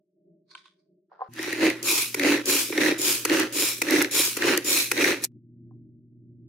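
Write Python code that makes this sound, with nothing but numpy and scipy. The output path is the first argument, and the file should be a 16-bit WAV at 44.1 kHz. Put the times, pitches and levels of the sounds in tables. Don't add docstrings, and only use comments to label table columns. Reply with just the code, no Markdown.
import sys
import numpy as np
from scipy import signal
from scipy.fft import rfft, irfft, next_fast_len
from scipy.io import wavfile
from scipy.ndimage import uniform_filter1d, map_coordinates

SR = 44100
rng = np.random.default_rng(int(sys.argv[2]) if len(sys.argv) > 2 else 0)


def unload_audio(sound):
    columns = np.transpose(np.atleast_2d(sound))
    steps = np.round(np.clip(columns, -1, 1) * 32767)
    wavfile.write(sys.argv[1], SR, steps.astype(np.int16))


N = 285768
TIME = np.arange(N) / SR

# freq_hz, level_db
BOARD_AIR = [(53, -83), (90, -44), (144, -15.5), (167, -1), (210, -5), (231, -30.5), (347, 2), (408, -7),
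             (505, -42), (618, -3.5), (687, -44.5), (794, -70.5), (900, -49), (1170, -83), (1980, -120)]
COUNTER_AIR = [(30, -29.5), (70, -18.5), (105, -3.5), (150, -0.5), (250, -4), (350, 0.5), (410, -19.5),
               (520, -37), (605, -26.5), (700, -50), (1200, -73.5)]
# time_s, level_db
BOARD_RIDE = [(0.02, -70), (0.028, -81), (0.31, -58.5), (0.654, -75.5), (0.936, -63.5), (1.1, -76)]
COUNTER_RIDE = [(5.32, -54), (5.358, -47.5), (5.412, -55.5), (5.734, -46.5), (6.09, -55), (6.204, -51),
                (6.46, -48.5)]
# pitch_hz, level_db
HUM_PARTIALS = [(120, 0), (240, -4.5), (342, -18.5)]

# peak_s, level_db, crinkle_hz
SKIN_RUBS = [(0.511, -56, 4440), (.572, -55, 3600), (0.655, -58.5, 3420), (.795, -81, 4620)]
# start_s, level_db
SKIN_SNAPS = [(0.502, -71), (0.55, -37), (0.577, -53), (0.656, -52.5), (0.679, -60)]
DISH_TOUCHES = [(1.117, -40.5), (1.193, -36), (1.208, -27), (1.2168, -20), (1.2207, -25), (5.71, -53)]
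# time_s, level_db
DISH_SLIDE = [(1.1, -75), (1.13, -56.5), (1.18, -65), (1.21, -51.5), (1.28, -55.5)]

# start_s, swell_s, hold_s, chop_db, boom_db, spray_db, judder_hz, judder_share
PULLS = [ (1.347, 0.049, 0.16, -35.5, -39, -45.5, 320.6, 0.72),
         (1.561, 0.063, .06, -26.5, -21, -38, 320, 0.55),
         (2.17, 0.073, 0.11, -25.5, -21.5, -35, 292.3, 0.39),
         (2.73, 0.067, .11, -26.5, -22.5, -35.5, 308.5, 0.59),
         (3.258, 0.056, 0.11, -27, -23.5, -35, 318, 0.4), (3.835, 0.074, 0.11, -26, -23, -34, 310.3, 0.37),
         (4.379, .065, 0.096, -25, -23, -34, 310, 0), (4.922, 0.075, 0.12, -25.5, -25, -33, 309, 0), ]
# start_s, swell_s, hold_s, rasp_db, boom_db, tick_db
REWINDS = [ (1.829, 0.051, 0.14, -25, -30, -26.5), (2.457, 0.034, 0.13, -24.5, -25.5, -24),
           (2.982, 0.093, 0.061, -24, -27.5, -47), (3.525, 0.081, 0.091, -25.5, -30, -39),
           (4.112, 0.051, .10, -23.5, -29, -32), (4.646, 0.054, 0.11, -24, -29, -29),
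           (5.221, 0.011, .012, -36.5, -34, -49), ]
# start_s, level_db, knock_offset_db, snap_offset_db
DRIVE_CATCHES = [(2.1435, -19, -7, -7), (2.7243, -21.5, -12, -22.5), (3.25, -14.5, -11.5, -6),
                 (3.8172, -13, -6, -8.5), (4.368, -21, 3.5, -5.5), (4.9147, -12, -31, -9)]
# start_s, level_db, knock_offset_db
CLOVE_SLAMS = [(1.3905, -23.5, -2.5), (1.527, -21.5, -2.5), (1.7, -16, -11.5), (2.1952, -13, -21.5),
               (2.234, -12, -6), (2.4955, -16.5, -5), (2.7769, -13.5, -1), (2.833, -17, -2),
               (2.8605, -14, -13), (2.9152, -18.5, -7), (3.297, -12.5, -7.5), (3.8846, -18, -6.5),
               (4.0454, -13.5, -11), (4.4213, -13, -7), (4.5747, -14, -0.5), (4.9765, -12.5, -9.5),
               (5.0422, -10, -13), (5.117, -17, -17)]
# start_s, level_db
BOWL_THUDS = [(1.475, -1.5), (2.699, -1.5), (2.916, 6), (3.311, 3.5), (3.559, -0.5), (3.934, 6)]
PLASTIC_TICKS = [(1.3366, -40.5), (1.429, -29), (1.529, -29.5), (1.701, -32), (2.196, -28), (2.525, -24.5),
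                 (3.016, -20.5), (3.3982, -19.5), (3.9081, -18.5), (4.0178, -21.5), (4.0238, -16.5),
                 (4.5756, -16.5), (5.2388, -18), (5.2435, -17), (5.2483, -18)]

# pitch_hz, width_hz, level_db
PLATE_MODES = [(1085, 88, -4), (1514, 62, -4.5), (2360, 320, -8.5), (3450, 580, -7.5), (4500, 320, -14),
               (6500, 900, -26), (8500, 1500, -23)]
DISH_MODES = [(504, 120, -12), (760, 36, 5.5), (1043, 84, 2.5), (1260, 110, -16), (1634, 130, -16)]
BOWL_MODES = [(283, 31.3, -2), (336.7, 59, 2), (372.8, 59.3, 1), (452.7, 39.7, -6.5), (544, 76.4, -12)]
WALL_MODES = [(890, 360, -12), (1510, 540, -3.5), (1748, 150, -3), (1983, 180, 3.5), (2427, 340, 1.5),
              (2614, 73, -3), (3740, 380, -10.5)]
SLAM_MODES = [(1540, 97, -7), (1837, 170, -1), (1935, 89, 0), (2120, 92, -2), (2370, 142, -3.5),
              (3900, 1600, -16.5)]
DRIVE_MODES = [(391, 41, 5), (484.3, 71, -2), (890, 420, -9.5), (1437, 180, -4), (1940, 170, -5),
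               (2460, 220, 2)]
LID_MODES = [(2418, 234, 8.5), (4100, 180, 10), (5413, 190, 1.5), (7350, 450, -18), (9150, 160, -4),
             (9640, 190, 9.5), (11650, 1200, -3)]
SPRING_MODES = [(7034, 320, -1), (7310, 190, -4), (10760, 270, -13.5), (12900, 110, -14)]

# freq_hz, level_db
SKIN_EQ = [(400, -45), (750, -19.5), (1000, 5.5), (9000, -6), (11000, -16), (14000, -32)]
FINGER_EQ = [(200, -53), (420, 10), (1500, 5), (2400, -19.5), (5000, -22), (8000, -56)]
SNAP_EQ = [(60, -49.5), (300, -30.5), (700, -6), (2500, -26.5), (4500, 0.5), (7100, 2.5), (7700, -1.5),
           (11500, 2.5), (15500, -11.5)]
RASP_EQ = [(200, -31), (700, -6.5), (1100, -0.5), (2000, -7), (3500, -0.5), (6500, 0.5), (7800, 0.5),
           (11500, -5.5), (13000, -4), (15500, -4.5)]
SPRAY_EQ = [(1500, -28), (3300, -6.5), (4200, -6), (5600, 4.5), (7100, 1.5), (7650, -5.5), (9200, -1),
            (11500, -3), (12500, -8), (15500, -6.5)]
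THUMP_EQ = [(20, -14), (60, -21), (130, -2), (220, 4), (600, 6.5), (1200, 1.5), (3000, -37)]
SHELL_EQ = [(200, 0.5), (560, -0.5), (690, -2), (850, 0.5), (1200, -1), (1800, 0)]

# freq_hz, side_minus_mid_db
STEREO_WIDTH = [(30, -7.5), (100, -15.5), (330, -17.5), (600, -4.5), (1200, -4), (2200, -6), (4500, -1),
                (9000, -1.5), (15000, 0)]
# freq_hz, left_minus_right_db
STEREO_BALANCE = [(120, 0.5), (380, -1.5), (1300, 0.5), (4400, -1.5), (8000, 0.5), (15000, 2.5)]
# freq_hz, t60_s
KITCHEN_DECAY = [(200, 0.083), (2000, 0.32), (12000, 0.341)]

# depth_db, rise_bend, lag_s, early_s, sag_db_per_s, fall_db_per_s
PULL_CHOP = (15.1, 0.81, 0.008, 0.0023, 3.3, 250)
PULL_BOOM = (16, 0.68, 0.002, 0.002, 14, 210)
PULL_SPRAY = (12.5, 0.48, 0.015, 0.0251, 5.6, 213)
REWIND_RASP = (14.5, 1.68, 0.014, 0.011, 14, 129)
REWIND_DRAG = (22, 1.8, 0.005, 0.016, 23, 210)
REWIND_BOOM = (12, 1.1, 0.002, 0.098, 36, 82)

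COUNTER_FROM_S, CHOPPER_END_S = 1.285, 5.255
COAST_DB, COAST_DB_PER_S = -13, 66
DRAG_BELOW_HZ = 1399
GLANCE_S = 0.0005944
TOP_HZ = 15750


def amp(db):
    return 10 ** (np.asarray(db) / 20)


def unit(x):
    return x / np.sqrt(np.mean(x ** 2) + 1e-20)


def along(points, hz):
    f, v = np.transpose(points)
    return np.interp(np.log(hz + 1), np.log(f + 1), v)


def wobble(rate):
    return map_coordinates(rng.standard_normal(int(N * rate / SR) + 4), [TIME * rate])


def gate(start, end, rise, fall):
    return np.exp(-np.maximum(start - TIME, 0) / rise - np.maximum(TIME - end, 0) / fall)


def filtered(x, response):
    m = next_fast_len(N + SR // 2)
    return irfft(rfft(x, m) * response(np.fft.rfftfreq(m, 1 / SR)), m)[..., :N]


def coloured(x, eq):
    return unit(filtered(x, lambda f: amp(along(eq, f))))


def rung(x, modes):
    def response(f):
        return sum((-1) ** k * amp(db) * 1j * f * width / (hz * hz - f * f + 1j * f * width)
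                   for k, (hz, width, db) in enumerate(modes))
    return unit(filtered(x, response))


def steadied(x, span_s):
    power = uniform_filter1d(x * x, int(span_s * SR) + 1)
    return x / np.sqrt(np.abs(power) + 1e-3)


def impacts(rate, spread_db):
    size = amp(spread_db * np.clip(rng.standard_normal(N), -2, 2)) * rng.choice([-1, 1], N)
    return unit(size * (rng.random(N) < rate / SR))


def chatter(starts, levels_db, length_s):
    t = np.arange(SR // 20) / SR
    burst = np.exp(-(t / length_s) ** 4)
    out = np.zeros(N + SR)
    for start, db in zip(starts, levels_db):
        out[round(start * SR):][:len(t)] += amp(db) * burst * rng.choice([-1, 1], len(t))
    return out[:N]


def strokes(rows, levels_db, shape, edge_s, coast_db=-np.inf):
    depth_db, bend, lag, early, sag_rate, fall_rate = shape
    power = np.zeros(N)
    for (start, swell, hold, *_), level_db in zip(rows, levels_db):
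        t = TIME - start
        onset = np.exp(np.clip(t / edge_s, -30, 0))
        rise_left = np.clip(1 - t / (swell + lag), 0, 1) ** bend
        released_s = np.maximum(t - swell - hold + early, 0)
        release_db = np.maximum(-fall_rate * released_s, coast_db - COAST_DB_PER_S * released_s)
        db = release_db - depth_db * rise_left - sag_rate * np.maximum(t - swell, 0)
        power += (amp(level_db) * amp(np.maximum(db, -200)) * onset) ** 2
    return np.sqrt(power)


def widened(source):
    mid = source()
    side = filtered(source(), lambda f: 1j * amp(along(STEREO_WIDTH, f)))
    return np.array([mid + side, mid - side])


def kitchen_reverb(x):
    hz, t, noise = signal.stft(rng.standard_normal((2, SR // 2)), SR, nperseg=256)
    decay = amp(-60 * t / along(KITCHEN_DECAY, hz)[:, None])
    tail = signal.istft(noise * decay, SR, nperseg=256)[1]
    return signal.fftconvolve(x, tail / np.linalg.norm(tail[0]), axes=1)[:, :N]


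def counter_bounce(x, gain_db):
    delay = GLANCE_S * amp(2 * wobble(4))
    return x + amp(gain_db) * np.array([np.interp(TIME - delay, TIME, channel) for channel in x])


def room_tone():
    board_gain = amp(np.interp(TIME, *np.transpose(BOARD_RIDE)))
    board = board_gain * coloured(rng.standard_normal(N), BOARD_AIR)
    air = amp(-5) * coloured(rng.standard_normal(N), COUNTER_AIR)
    hum = sum(amp(db - wobble(7.8)) * np.sin(2 * np.pi * hz * TIME + 0.1 * wobble(5.5))
              for hz, db in HUM_PARTIALS)
    counter_gain = amp(np.interp(TIME, *np.transpose(COUNTER_RIDE), left=-52))
    crossfade = np.clip((TIME - COUNTER_FROM_S) / 0.005, 0, 1)
    return (1 - crossfade) * board + crossfade * counter_gain * (air + hum)


def garlic_skin():
    rubs = [amp(db) * gate(s, s, rise=0.0099, fall=0.037) for s, db, _ in SKIN_RUBS]
    flakes = impacts(rate=1200, spread_db=3.5)
    crinkle = sum(rub * rung(flakes, [(hz, 500, 0)]) for rub, (_, _, hz) in zip(rubs, SKIN_RUBS))
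    rustle = amp(-5) * sum(rubs) * flakes
    crackle = rustle + chatter(*np.transpose(SKIN_SNAPS), length_s=0.0047)
    on_plate = crackle.std() * coloured(rung(crackle, PLATE_MODES), SKIN_EQ)
    return on_plate + crinkle.std() * coloured(crinkle, SKIN_EQ)


def dish():
    blows = np.zeros(N)
    for s, db in DISH_TOUCHES:
        blows[round(s * SR)] = amp(db)
    ring = amp(16.5) * blows.std() * coloured(rung(blows, DISH_MODES), FINGER_EQ)
    times, slide_db = np.transpose(DISH_SLIDE)
    slide = amp(np.interp(TIME, times, slide_db)) * gate(times[0], times[-1], rise=0.0032, fall=0.004)
    return ring + slide * coloured(impacts(rate=2500, spread_db=6), FINGER_EQ)


def bowl_knocks(starts, levels_db):
    blows = np.bincount(np.round(starts * SR).astype(int), amp(levels_db), N)
    return blows.std() * rung(blows, BOWL_MODES)


def clacks():
    starts, db, knock_db, snap_db = np.transpose(DRIVE_CATCHES)
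    catch = chatter(starts, db, length_s=0.0067)
    snap = chatter(starts, db + snap_db, length_s=0.0081)
    drive = amp(-5) * catch.std() * rung(catch, DRIVE_MODES) + amp(14) * bowl_knocks(starts, db + knock_db)
    starts, db, knock_db = np.transpose(CLOVE_SLAMS)
    slam = chatter(starts, db, length_s=0.0029)
    slams = amp(-4.5) * slam.std() * rung(slam, SLAM_MODES) + amp(19) * bowl_knocks(starts, db + knock_db)
    thuds = bowl_knocks(*np.transpose(BOWL_THUDS))
    ticks = PLASTIC_TICKS + [(start, tick_db) for start, *_, tick_db in REWINDS]
    bright = amp(-1) * snap + amp(-1.7) * chatter(*np.transpose(ticks), length_s=0.0027)
    return drive + slams + thuds + bright.std() * coloured(bright, SNAP_EQ)


def cord_rewind():
    starts, _, _, rasp_db, boom_db, _ = np.transpose(REWINDS)
    rasp = strokes(REWINDS, rasp_db, REWIND_RASP, edge_s=0.0024)
    drag = strokes(REWINDS, rasp_db, REWIND_DRAG, edge_s=0.002)
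    boom = strokes(REWINDS, boom_db, REWIND_BOOM, edge_s=0.0016)
    slips = amp(1.5 * wobble(260)) * impacts(rate=16000, spread_db=1)
    ticks = impacts(rate=150, spread_db=9.5)
    scrape = slips + 0.24 * ticks
    tension = sum(gate(s, s, rise=0.003, fall=0.1) for s in starts)
    spring = amp(-3.5) * tension * rung(scrape, SPRING_MODES)
    lid = amp(-3 + 2.6 * wobble(25)) * rung(scrape, LID_MODES)
    eyelet = amp(0.5) * coloured(scrape, RASP_EQ)
    lows = filtered(eyelet, lambda f: 1 / (1 + (f / DRAG_BELOW_HZ) ** 4))
    bowl = steadied(rung(ticks + slips, BOWL_MODES), span_s=0.14)
    return rasp * (eyelet - lows + lid + spring) + drag * lows + boom * bowl


def rotor_judder():
    starts, *_, hz, share = np.transpose(PULLS)
    pull = np.maximum(np.searchsorted(starts, TIME) - 1, 0)
    pitch_hz = hz[pull] * (1 + 0.015 * wobble(90) + 0.012 * wobble(18))
    phase = 2 * np.pi * np.cumsum(pitch_hz) / SR
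    growl = amp(1.5 * wobble(80)) * (np.sin(phase) + amp(-22) * np.sin(2 * phase))
    return unit(growl), share[pull]


def blades():
    chop_db, boom_db, spray_db = np.transpose(PULLS)[3:6]
    chop = strokes(PULLS, chop_db, PULL_CHOP, edge_s=0.015, coast_db=COAST_DB)
    boom = strokes(PULLS, boom_db, PULL_BOOM, edge_s=0.0088, coast_db=-14)
    spray = strokes(PULLS, spray_db, PULL_SPRAY, edge_s=0.018, coast_db=COAST_DB)
    surge_hz = 55 * amp(1.5 * wobble(11))
    surge = amp(0.6 * np.sin(2 * np.pi * np.cumsum(surge_hz) / SR))
    pieces = surge * impacts(rate=1000, spread_db=2.5)
    mush = surge * impacts(rate=9000, spread_db=5)
    growl, share = rotor_judder()
    hollow = steadied(rung(pieces, BOWL_MODES), span_s=0.046)
    bowl = np.sqrt(1 - share) * hollow + amp(1) * np.sqrt(share) * growl
    thump = amp(-12) * coloured(pieces, THUMP_EQ)
    hits = pieces + 0.5 * mush
    wall = sum(amp(db) * np.sqrt(width) * rung(hits * amp(3.5 * wobble(70)), [(hz, width, 0)])
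               for hz, width, db in WALL_MODES)
    wall = coloured(wall, [(300, -1), (900, 0.5), (4500, -2), (9000, -12.5)])
    wall = steadied(wall, span_s=0.09)
    bits = steadied(coloured(0.7 * pieces + mush, SPRAY_EQ), span_s=0.043)
    lumps = amp(-7) * rung(impacts(rate=80, spread_db=0), SLAM_MODES)
    return boom * (amp(1) * bowl + thump) + chop * (amp(-0.17) * wall + lumps) + amp(2.5) * spray * bits


def scene():
    chopper = counter_bounce(widened(lambda: blades() + cord_rewind() + clacks()), gain_db=-12)
    chopper = filtered(chopper, lambda f: amp(along(SHELL_EQ, f) - 1.03))
    sudden_end = np.exp(-np.maximum(TIME - CHOPPER_END_S, 0) / 0.0064)
    chopper = (chopper + amp(-17) * kitchen_reverb(chopper)) * sudden_end
    hands = widened(lambda: dish() + garlic_skin())
    action = chopper + hands + amp(-12) * kitchen_reverb(hands)
    left_right = np.array([[0.5], [-0.5]])
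    action = filtered(action, lambda f: amp(along(STEREO_BALANCE, f) * left_right))
    return action + widened(room_tone)


def record(dry):
    return filtered(dry, lambda hz: 1 / (1 + (hz / TOP_HZ) ** 160))


dry = scene()
out = record(dry)
unload_audio(out)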